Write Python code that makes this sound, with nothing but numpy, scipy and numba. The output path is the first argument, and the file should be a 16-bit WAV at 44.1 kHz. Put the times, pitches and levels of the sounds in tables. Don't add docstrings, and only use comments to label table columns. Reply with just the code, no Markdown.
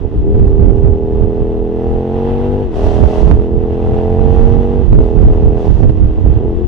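import sys
import numpy as np
from scipy import signal
from scipy.fft import rfft, irfft
from scipy.io import wavfile
from scipy.ndimage import uniform_filter1d
from numba import njit

SR = 44100
rng = np.random.default_rng(int(sys.argv[2]) if len(sys.argv) > 2 else 0)


def waveform_to_disk(signal):
    frames = np.transpose(np.atleast_2d(signal))
    scaled = np.clip(frames, -1, 1) * 32767
    samples = np.round(scaled).astype(np.int16)
    wavfile.write(sys.argv[1], SR, samples)


N = 294147


def undb(db):
    return 10 ** (np.asarray(db) / 20)


def unit(x):
    return x / np.sqrt(np.mean(x ** 2))


def curves(table):
    s, *columns = np.transpose(table)
    return [np.interp(np.arange(N) / SR, s, column) for column in columns]


def spell(start, end, rise, fall):
    t = np.arange(N) / SR
    return np.clip(np.minimum(1 + (t - start) / rise, 1 + (end - t) / fall), 0, 1)


def late(x, s):
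    return np.interp(np.arange(N) - s * SR, np.arange(N), x, left=0)


def sides(pan_db):
    return undb(np.array([[pan_db], [-pan_db]]) / 2)


def walk(rate):
    hold = int(SR / rate)
    levels = np.repeat(rng.standard_normal(N // hold + 1), hold)
    return 1.33 * uniform_filter1d(uniform_filter1d(levels, hold), hold)[:N]


@njit
def svf(x, hz, width):
    y, band, low = np.empty(len(x)), 0., 0.
    for i in range(len(x)):
        g, k = np.tan(np.pi * hz[i] / SR), width / hz[i]
        v = (band + g * (x[i] - low)) / (1 + g * (g + k))
        band, low, y[i] = 2 * v - band, low + 2 * g * v, k * v
    return y


def ring(x, modes, count=2, stretch=0.97):
    out = 0
    for hz, width, db in modes:
        y = x
        for _ in range(count):
            y = svf(y, hz * stretch * np.ones(N), width * np.mean(stretch) * np.sqrt(count))
        out = out + undb(db) * y
    return unit(out)


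def causal(x, spectrum, size=8192):
    hz, db = np.transpose(spectrum)
    grid = np.maximum(np.arange(size // 2 + 1) * SR / size, 1)
    cepstrum = irfft(np.log(undb(np.interp(np.log(grid), np.log(hz), db))))
    cepstrum[1:size // 2] *= 2
    cepstrum[size // 2 + 1:] = 0
    response = irfft(np.exp(rfft(cepstrum)))[:size // 2]
    return signal.fftconvolve(x, response)[:N]


# time in seconds, left port level in dB, right port level in dB.
STEADY_WIND = [(0, -23, -11.5), (.3, -20, -16), (1.1, -23, -12.5), (1.5, -23.5, -18), (2.2, -21, -21.5),
               (2.55, -19, -24.5), (2.85, -23, -6), (3.3, -14, -13), (3.5, -25.5, -15), (3.8, -21.5, -10),
               (4.1, -18.5, -10.5), (4.9, -18, -7), (5.6, -17.5, -11), (6.1, -10.5, -7), (6.4, -20, -9.5),
               (6.67, -9.5, -21)]
# time of the peak in seconds, left peak in dB, right peak in dB.
WIND_GUSTS = [(0.058, -21.5, -6), (0.272, -13.5, -7), (.41, -9.5, 3), (0.633, -10, -1.5),
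              (0.741, -21, -25.5), (0.858, -13, 0.5), (.96, -14, -6), (1.05, -15, -8.5),
              (1.142, -13.5, -7.5), (1.22, -16.5, -9), (1.28, -19, -17), (1.424, -16.5, -13.5),
              (1.65, -27.5, -14.5), (1.929, -13.5, -22.5), (2.28, -18.5, -15.5), (2.841, -12.5, -7),
              (3.04, -6.5, 3), (3.268, -11, -1), (3.331, -7, 4.5), (3.549, -12, -7), (3.721, -13, -7),
              (3.91, -10.5, -3.5), (4.128, -17, -13), (4.292, -20, -5.5), (4.459, -11.5, -4.5),
              (4.699, -32, -14), (4.761, -19, -23), (4.948, -2.5, 2.5), (5.259, -9, -3), (5.461, -8, 2),
              (5.711, -9.5, 0), (5.858, -5.5, 2), (6.02, -16.5, -6), (6.289, -4, 3.5), (6.557, -8.5, -14)]
GUST_RISE_DB_S, GUST_FALL_DB_S = 171.5, 170


def gusting():
    t = np.arange(N) / SR
    power = undb(curves(STEADY_WIND)) ** 2
    for s, *peak_db in WIND_GUSTS:
        away_db = np.where(t < s, GUST_RISE_DB_S * (s - t), GUST_FALL_DB_S * (t - s))
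        power = power + (undb(peak_db)[:, None] * undb(-away_db)) ** 2
    return 10 * np.log10(power)


# centre in seconds, swing in dB before its fade, pitch in Hz.
WIND_SLAPS = [(0.351, 5, 91), (0.645, 4.5, 91), (0.781, -0.5, 84), (0.844, 6, 104), (.882, 1.5, 86.4),
              (3.315, 7, 104), (3.938, -4, 95), (4.931, 12, 93), (5.853, 8.5, 84), (5.897, 11.5, 102),
              (6.046, 10.5, 89), (6.247, 4.5, 74.6), (6.299, 4, 93.5), (6.372, 7, 94)]


def slaps():
    out, t = np.zeros(N), np.arange(-1300, 1300) / SR
    for s, db, hz in WIND_SLAPS:
        start = int(s * SR) - len(t) // 2
        fade = np.exp(-(t * hz / 0.59) ** 2)
        out[start:start + len(t)] += undb(db) * np.sin(2 * np.pi * hz * t) * fade
    return out


# start in seconds, level of the first click in dB before filtering.
OVERLOAD_CLICKS = [(0.347, -19), (.381, -23), (.4, -19), (0.427, -25), (.443, -25), (.478, -21),
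                   (.596, -24), (.621, -21.5), (.646, -25), (.683, -27), (0.782, -24), (0.836, -20.5),
                   (.876, -17), (.935, -22), (3.278, -14), (3.313, -1), (3.421, -17), (3.635, -22),
                   (3.733, -26), (3.863, -21), (3.936, -16), (5.159, -26), (5.228, -16), (5.335, -16),
                   (5.83, -13)]
# frequency in Hz, gain in dB.
CLICK_SPECTRUM = [(200, 10), (650, 28), (1200, 20), (2500, 6), (6000, -14), (12000, -40)]
CLUSTER_CLICKS, CLICK_GAP_S, CLICK_FADE_DB = 4, .005, 4
CRACKLE_PER_S, CRACKLE_FROM_DB, CRACKLE_DB = 100, 1, -27


def overload_clicks(wind_db):
    s, db = np.transpose(OVERLOAD_CLICKS)
    gap, size = rng.random((len(OVERLOAD_CLICKS), 2, CLUSTER_CLICKS)).transpose(1, 0, 2)
    click = np.arange(CLUSTER_CLICKS)
    at = s[:, None] + CLICK_GAP_S * np.cumsum((.5 + gap) * (click > 0), axis=1)
    gain = undb(db[:, None] - 2 * CLICK_FADE_DB * click * size) * (-1.) ** click
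    clusters = np.bincount((at.ravel() * SR).astype(int), gain.ravel(), N)
    chance = CRACKLE_PER_S / SR / (1 + undb(2 * (CRACKLE_FROM_DB - wind_db)) ** 2)
    crackling = rng.random(N) < chance
    crackle = undb(CRACKLE_DB) * crackling * rng.standard_normal(N)
    return causal(clusters + crackle, CLICK_SPECTRUM)


WIND_FLOOR_HZ, WIND_TOP_HZ = 17, 530


def wind():
    floor = signal.butter(2, WIND_FLOOR_HZ, "high", fs=SR, output="sos")
    top = signal.butter(3, WIND_TOP_HZ, fs=SR, output="sos")
    edges = np.vstack((floor, top))
    left_db, right_db = gusting()
    out = []
    for db, heave_db, flutter_db in ((left_db, -4.5, -10), (right_db, -2.2, -19)):
        gust = undb(4.3 * walk(15))
        hz = 60.5 + 0.71 * (db + 5.0)
        thud = unit(svf(svf(gust * rng.standard_normal(N), hz, 43.0), hz, 110.))
        heave = ring(gust * rng.standard_normal(N), [(35.4, 23.7, 0)])
        flutter = ring(gust * rng.standard_normal(N), [(111.0, 160, -3.0), (281.0, 89.0, -6.0)])
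        rumble = thud + undb(heave_db) * heave + undb(flutter_db) * flutter
        out.append(undb(db) * signal.sosfilt(edges, rumble))
    left, right = out
    return np.array([left, right + slaps() + overload_clicks(right_db)])


# start of the full swell in seconds,
# its end in seconds, rise before it in seconds, rasp gain in dB, air gain in dB.
HISS_SWELLS = [(0.442, 0.896, 0.12, 0.5, 2.5), (2.284, 2.33, 0.28, 2.5, 1.5),
               (2.759, 3.21, 0.06, 9.5, 15.5), (4.388, 4.444, 0.16, 2, 4), (4.982, 5.246, 0.13, 3.5, 6),
               (5.608, 5.72, 0.051, 3.5, 9), (5.86, 5.882, 0.038, -2.5, -3.5), (6.32, 6.33, 0.12, 2, 0.5)]
SWELL_FALL_S = 0.31


def swells():
    shape = np.array([spell(start, end, rise, SWELL_FALL_S) for start, end, rise, _, _ in HISS_SWELLS])
    return np.transpose(HISS_SWELLS)[3:] @ shape


# frequency in Hz, level in dB.
RASP_SPECTRUM = [(200, -11), (400, 11.5), (850, 9.5), (1100, 3), (1350, -3), (1900, -6.5), (2350, -13),
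                 (2750, -7), (3300, -16), (3800, -18), (4300, -20.5), (5500, -29), (9000, -60.5)]
# frequency in Hz, level in dB.
AIR_SPECTRUM = [(1500, -34), (3500, 3.5), (5000, 2.5), (6000, 1.5), (7000, -5.5), (8500, -10), (10000, -14),
                (12000, -20.5), (15000, -31)]
# centre in Hz before the stretch in ring(), width in Hz
# before the same stretch, level in dB.
CLATTER_MODES = [(2722, 160, -0.5), (3350, 500, -4.5), (2038, 90, 2.5)]
CLATTER_DB, CLATTER_S = -20, 0.013
AIR_PAN_DB = -1


def hiss(since, rasp_db, air_db):
    jump = 1 + .9 * np.exp(-since / .006)
    clatter_jump = 0.95 + np.exp(-since / CLATTER_S)
    shared, left, right, case = rng.standard_normal((4, N))
    flicker_db = 1.0 * walk(25)
    out = []
    for own, pan_db in ((left, AIR_PAN_DB / 2), (right, -AIR_PAN_DB / 2)):
        noise = .65 * shared + own
        rasp = undb(rasp_db) * unit(causal(jump * noise, RASP_SPECTRUM))
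        case_noise = 0.53 * case + rng.standard_normal(N)
        clatter = undb(rasp_db + CLATTER_DB) * ring(clatter_jump * case_noise, CLATTER_MODES)
        air = undb(air_db + pan_db) * unit(causal(noise, AIR_SPECTRUM))
        out.append(undb(flicker_db) * (rasp + clatter + air))
    return np.array(out)


BARK_AHEAD_S = .0012

# centre in Hz before the stretch in ring(), width in Hz
# before the same stretch, level in dB.
FLANK_MODES = [(655, 80, 2.5), (887, 12, 2)]
FLANK_DB, FLANK_GAIN = -56, 2.9
FLANK_FIRST_DB, FLANK_ECHO_S, FLANK_ECHO_DB = -18, .0066, -9


def flank(pulses, rasp_swell_db, drop_db):
    beside = late(undb(FLANK_FIRST_DB) * pulses[0] + pulses[1], -BARK_AHEAD_S)
    echoed = beside + undb(FLANK_ECHO_DB) * late(beside, FLANK_ECHO_S)
    return undb(FLANK_DB + FLANK_GAIN * rasp_swell_db - drop_db) * ring(echoed, FLANK_MODES)


# time in seconds, engine cycle rate in Hz, load from 0 to 1.
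ENGINE_RUN = [(0.0, 39.15, 0.2), (0.24, 39.2, 0), (0.32, 40.72, 0.1), (0.42, 39.3, 0.01), (.85, 39.65, .1),
              (1.25, 40.5, .25), (1.42, 40.7, 0.3), (1.74, 41.07, 0.2), (1.81, 41.52, 0.7),
              (2.05, 43.9, 0.8), (2.2, 45.7, .85), (2.35, 47.2, 0.9), (2.5, 48.75, .95), (2.62, 49.7, 0.97),
              (2.75, 38.1, 0), (2.8, 40.2, .25), (3.05, 41.4, 0.4), (3.35, 42.08, 0.2), (3.6, 41.68, .35),
              (3.78, 42.43, 0.6), (4.0, 43.35, 1), (4.25, 44.8, .97), (4.5, 46.3, .94), (4.82, 47.8, 0.9),
              (4.94, 38.1, 0.1), (4.99, 40.0, 0.4), (5.16, 40.7, 0.3), (5.66, 40.5, 0.6), (5.92, 39.08, .4),
              (6.25, 39.44, .4), (6.36, 40.3, 0.4), (6.45, 43.1, 0.2), (6.67, 44.47, .3)]


def engine_run():
    return curves(ENGINE_RUN)


# start in seconds, end in seconds, exhaust drop in dB,
# unevenness of the burn from 0 to 1.
THROTTLE_SHUT = [(-.1, 0.209, 10, 0.5), (2.649, 2.733, 8.5, 0.1), (4.847, 4.933, 12.5, 0),
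                 (5.068, 5.657, 0.15, 0.09), (5.705, 5.922, 10.5, 0.4), (5.916, 6.205, 8.5, 0.1),
                 (6.183, 6.365, 10, 0.4), (6.364, 6.465, 0.5, .25), (6.494, 6.8, 8.5, 0.3)]
# start in seconds, rise in dB.
EXHAUST_CATCHES = [(.045, 6), (0.117, 0.5), (4.99, 3.5), (5.772, 6), (5.838, 13.5), (6.309, 5), (6.43, 2.5),
                   (6.6, 4)]
CLOSE_S, OPEN_S = 0.032, 0.056
CATCH_S, STEADY_BURN = .018, .05


def throttle():
    shut = np.array([spell(start, end, CLOSE_S, OPEN_S) for start, end, _, _ in THROTTLE_SHUT])
    shut = shut / np.maximum(shut.sum(axis=0), 1)
    drop_db, rough = np.transpose(THROTTLE_SHUT)[2:] @ shut
    for s, db in EXHAUST_CATCHES:
        drop_db = drop_db - db * spell(s, s + CATCH_S, CATCH_S, CATCH_S)
    return drop_db, np.maximum(rough, STEADY_BURN)


# time in seconds, place of the second firing as a share of the cycle.
SECOND_FIRING_PLACE = [(0, 0.4), (1.7, 0.38), (1.85, 0.37), (2.6, 0.41), (2.68, 0.38), (2.8, 0.39),
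                       (3.3, 0.39), (3.5, 0.37), (3.9, 0.389), (4.8, 0.41), (4.88, 0.37), (5.7, 0.39),
                       (6.67, 0.37)]
FIRST_TURN = .463


def firings(hz, rough):
    cycles = np.cumsum(hz) / SR - FIRST_TURN
    turns = np.arange(int(cycles[-1]))
    gap = np.interp(turns, cycles, curves(SECOND_FIRING_PLACE)[0])
    place = np.interp(np.sort(np.r_[turns, turns + gap]), cycles, np.arange(N))
    chance = rng.standard_normal((len(place), 2))
    scatter = np.interp(place, np.arange(N), rough)
    place = np.clip(place + scatter * chance[:, 0] * .0012 * SR, 0, N - 2)
    size = undb(8 * scatter * chance[:, 1])
    whole = place.astype(int)
    share = place - whole
    early_part, late_part = size * (1 - share), size * share
    pulses = np.array([np.bincount(whole[k::2], early_part[k::2], N) +
                       np.bincount(whole[k::2] + 1, late_part[k::2], N) for k in range(2)])
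    fired = pulses.sum(axis=0) > 0
    since = np.arange(N) - np.maximum.accumulate(np.where(fired, np.arange(N), 0))
    return -pulses, since / SR


EXHAUST_DB = -16.5

# centre as a multiple of the cycle rate, width in multiples of the mean rate, level in dB.
OVERRUN_MODES = [(8, .8, 0)]
OVERRUN_DB, OVERRUN_FULL_DB = -13, 7


def overrun(pulses, drop_db, hz):
    depth = np.clip(drop_db / OVERRUN_FULL_DB, 0, 1)
    return undb(EXHAUST_DB + OVERRUN_DB) * depth * ring(pulses.sum(axis=0), OVERRUN_MODES, stretch=hz)


# frequency in Hz, level in dB.
LIGHT_PULSE = [(30, -28.5), (90, -6.5), (160, -28.5), (203, -2.5), (240, 0.5), (290, -6), (330, -3),
               (400, 4.5), (450, 2), (490, -12.5), (530, -11), (580, -26), (800, -44), (2500, -120)]
LOADED_PULSE = [(30, -23), (90, 1.5), (140, -2.5), (185, -5), (232, 2.5), (280, -5), (320, -5), (370, -2.5),
                (455, 4.5), (505, -4), (550, -14.5), (600, -23.5), (800, -25), (2500, -120)]
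# centre in Hz at a cycle rate of BARK_AT_HZ, width in Hz at that rate, level in dB.
BARK_MODES = [(667, 80, 12), (736.4, 65.6, 16), (795, 41, 7)]
BARK_AT_HZ, BARK_CLIMB = 43.3, .3
BARK_LIGHT_DB, BARK_LOAD_DB = -21.5, 8
BARK_KEEP, BARK_BESIDE = .3, 0.67
BARK_SECOND_DB, BARK_EVENS_DB_HZ, BARK_EVENS_FROM_HZ = 10, 1.2, 41.5
ECHO_S, ECHO_DB, ECHO_LOAD_DB = 0.00621, -17.5, 10
BARK_PAN_DB = -3
# centre in Hz
# before the stretch in ring(), width in Hz before the same stretch, level in dB.
LIGHT_RING_MODES = [(856, 36, 0)]
GAS_MODES = [(260, 11, -17.5), (460.5, 25, -3)]
GAS_BARK_MODES = [(684, 43, 5.1), (822, 170, 1)]
LIGHT_RING_DB, GAS_DB = -24, -19.5
GAS_BARK_DB, GAS_BARK_LOAD_DB = -6, -12


def exhaust(pulses, since, level_db, bark_db, load, hz):
    first, second = pulses
    both = first + second
    body = unit(causal((1 - load) * both, LIGHT_PULSE) + causal(load * both, LOADED_PULSE))

    second_db = load * (BARK_SECOND_DB - BARK_EVENS_DB_HZ * (hz - BARK_EVENS_FROM_HZ))
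    blows = late(first + undb(second_db) * second, -BARK_AHEAD_S)
    echoed = blows + undb(ECHO_DB + ECHO_LOAD_DB * load) * late(blows, ECHO_S)
    bark = undb(bark_db) * ring(echoed, BARK_MODES, stretch=(hz / BARK_AT_HZ) ** BARK_CLIMB)
    bark = bark + undb(LIGHT_RING_DB) * (1 - load) * ring(both, LIGHT_RING_MODES)

    puff = 1.2 + np.exp(-since / 0.023)
    shared, left, right = puff * rng.standard_normal((3, N))
    gas_bark = undb(bark_db + GAS_BARK_DB + GAS_BARK_LOAD_DB * load)
    gas = [undb(GAS_DB) * ring(noise, GAS_MODES) + gas_bark * ring(noise, GAS_BARK_MODES)
           for noise in (7.9 * shared + left, 1.1 * shared + right)]
    return undb(level_db) * (body + sides(BARK_PAN_DB) * bark + np.array(gas))


RASP_DB, RASP_LOAD_DB, AIR_DB, AIR_LOAD_DB = -40.5, 7.5, -65, 7.5
HISS_DROP = 0.058


def scene():
    hz, load = engine_run()
    drop_db, rough = throttle()
    rasp_swell_db, air_swell_db = swells()
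    pulses, since = firings(hz, rough)

    bark_db = BARK_LIGHT_DB + BARK_LOAD_DB * load + BARK_KEEP * drop_db + BARK_BESIDE * rasp_swell_db
    engine = exhaust(pulses, since, EXHAUST_DB - drop_db, bark_db, load, hz)
    engine = engine + flank(pulses, rasp_swell_db, drop_db)
    engine = engine - overrun(pulses, drop_db, hz)

    rasp_db = RASP_DB + RASP_LOAD_DB * load + rasp_swell_db - HISS_DROP * drop_db
    air_db = AIR_DB + AIR_LOAD_DB * load + air_swell_db
    return engine + hiss(since, rasp_db, air_db) + wind()


CUT_HZ, TOP_HZ = 15600, 20500
KNEE = 60


def record(dry):
    cut = signal.sosfilt(signal.ellip(8, .2, 70, CUT_HZ, fs=SR, output="sos"), dry)
    flat = cut / (1 + np.abs(cut) ** KNEE) ** (1 / KNEE)
    return signal.sosfilt(signal.ellip(8, .05, 70, TOP_HZ, fs=SR, output="sos"), .997 * flat)


dry = scene()
out = record(dry)
waveform_to_disk(out)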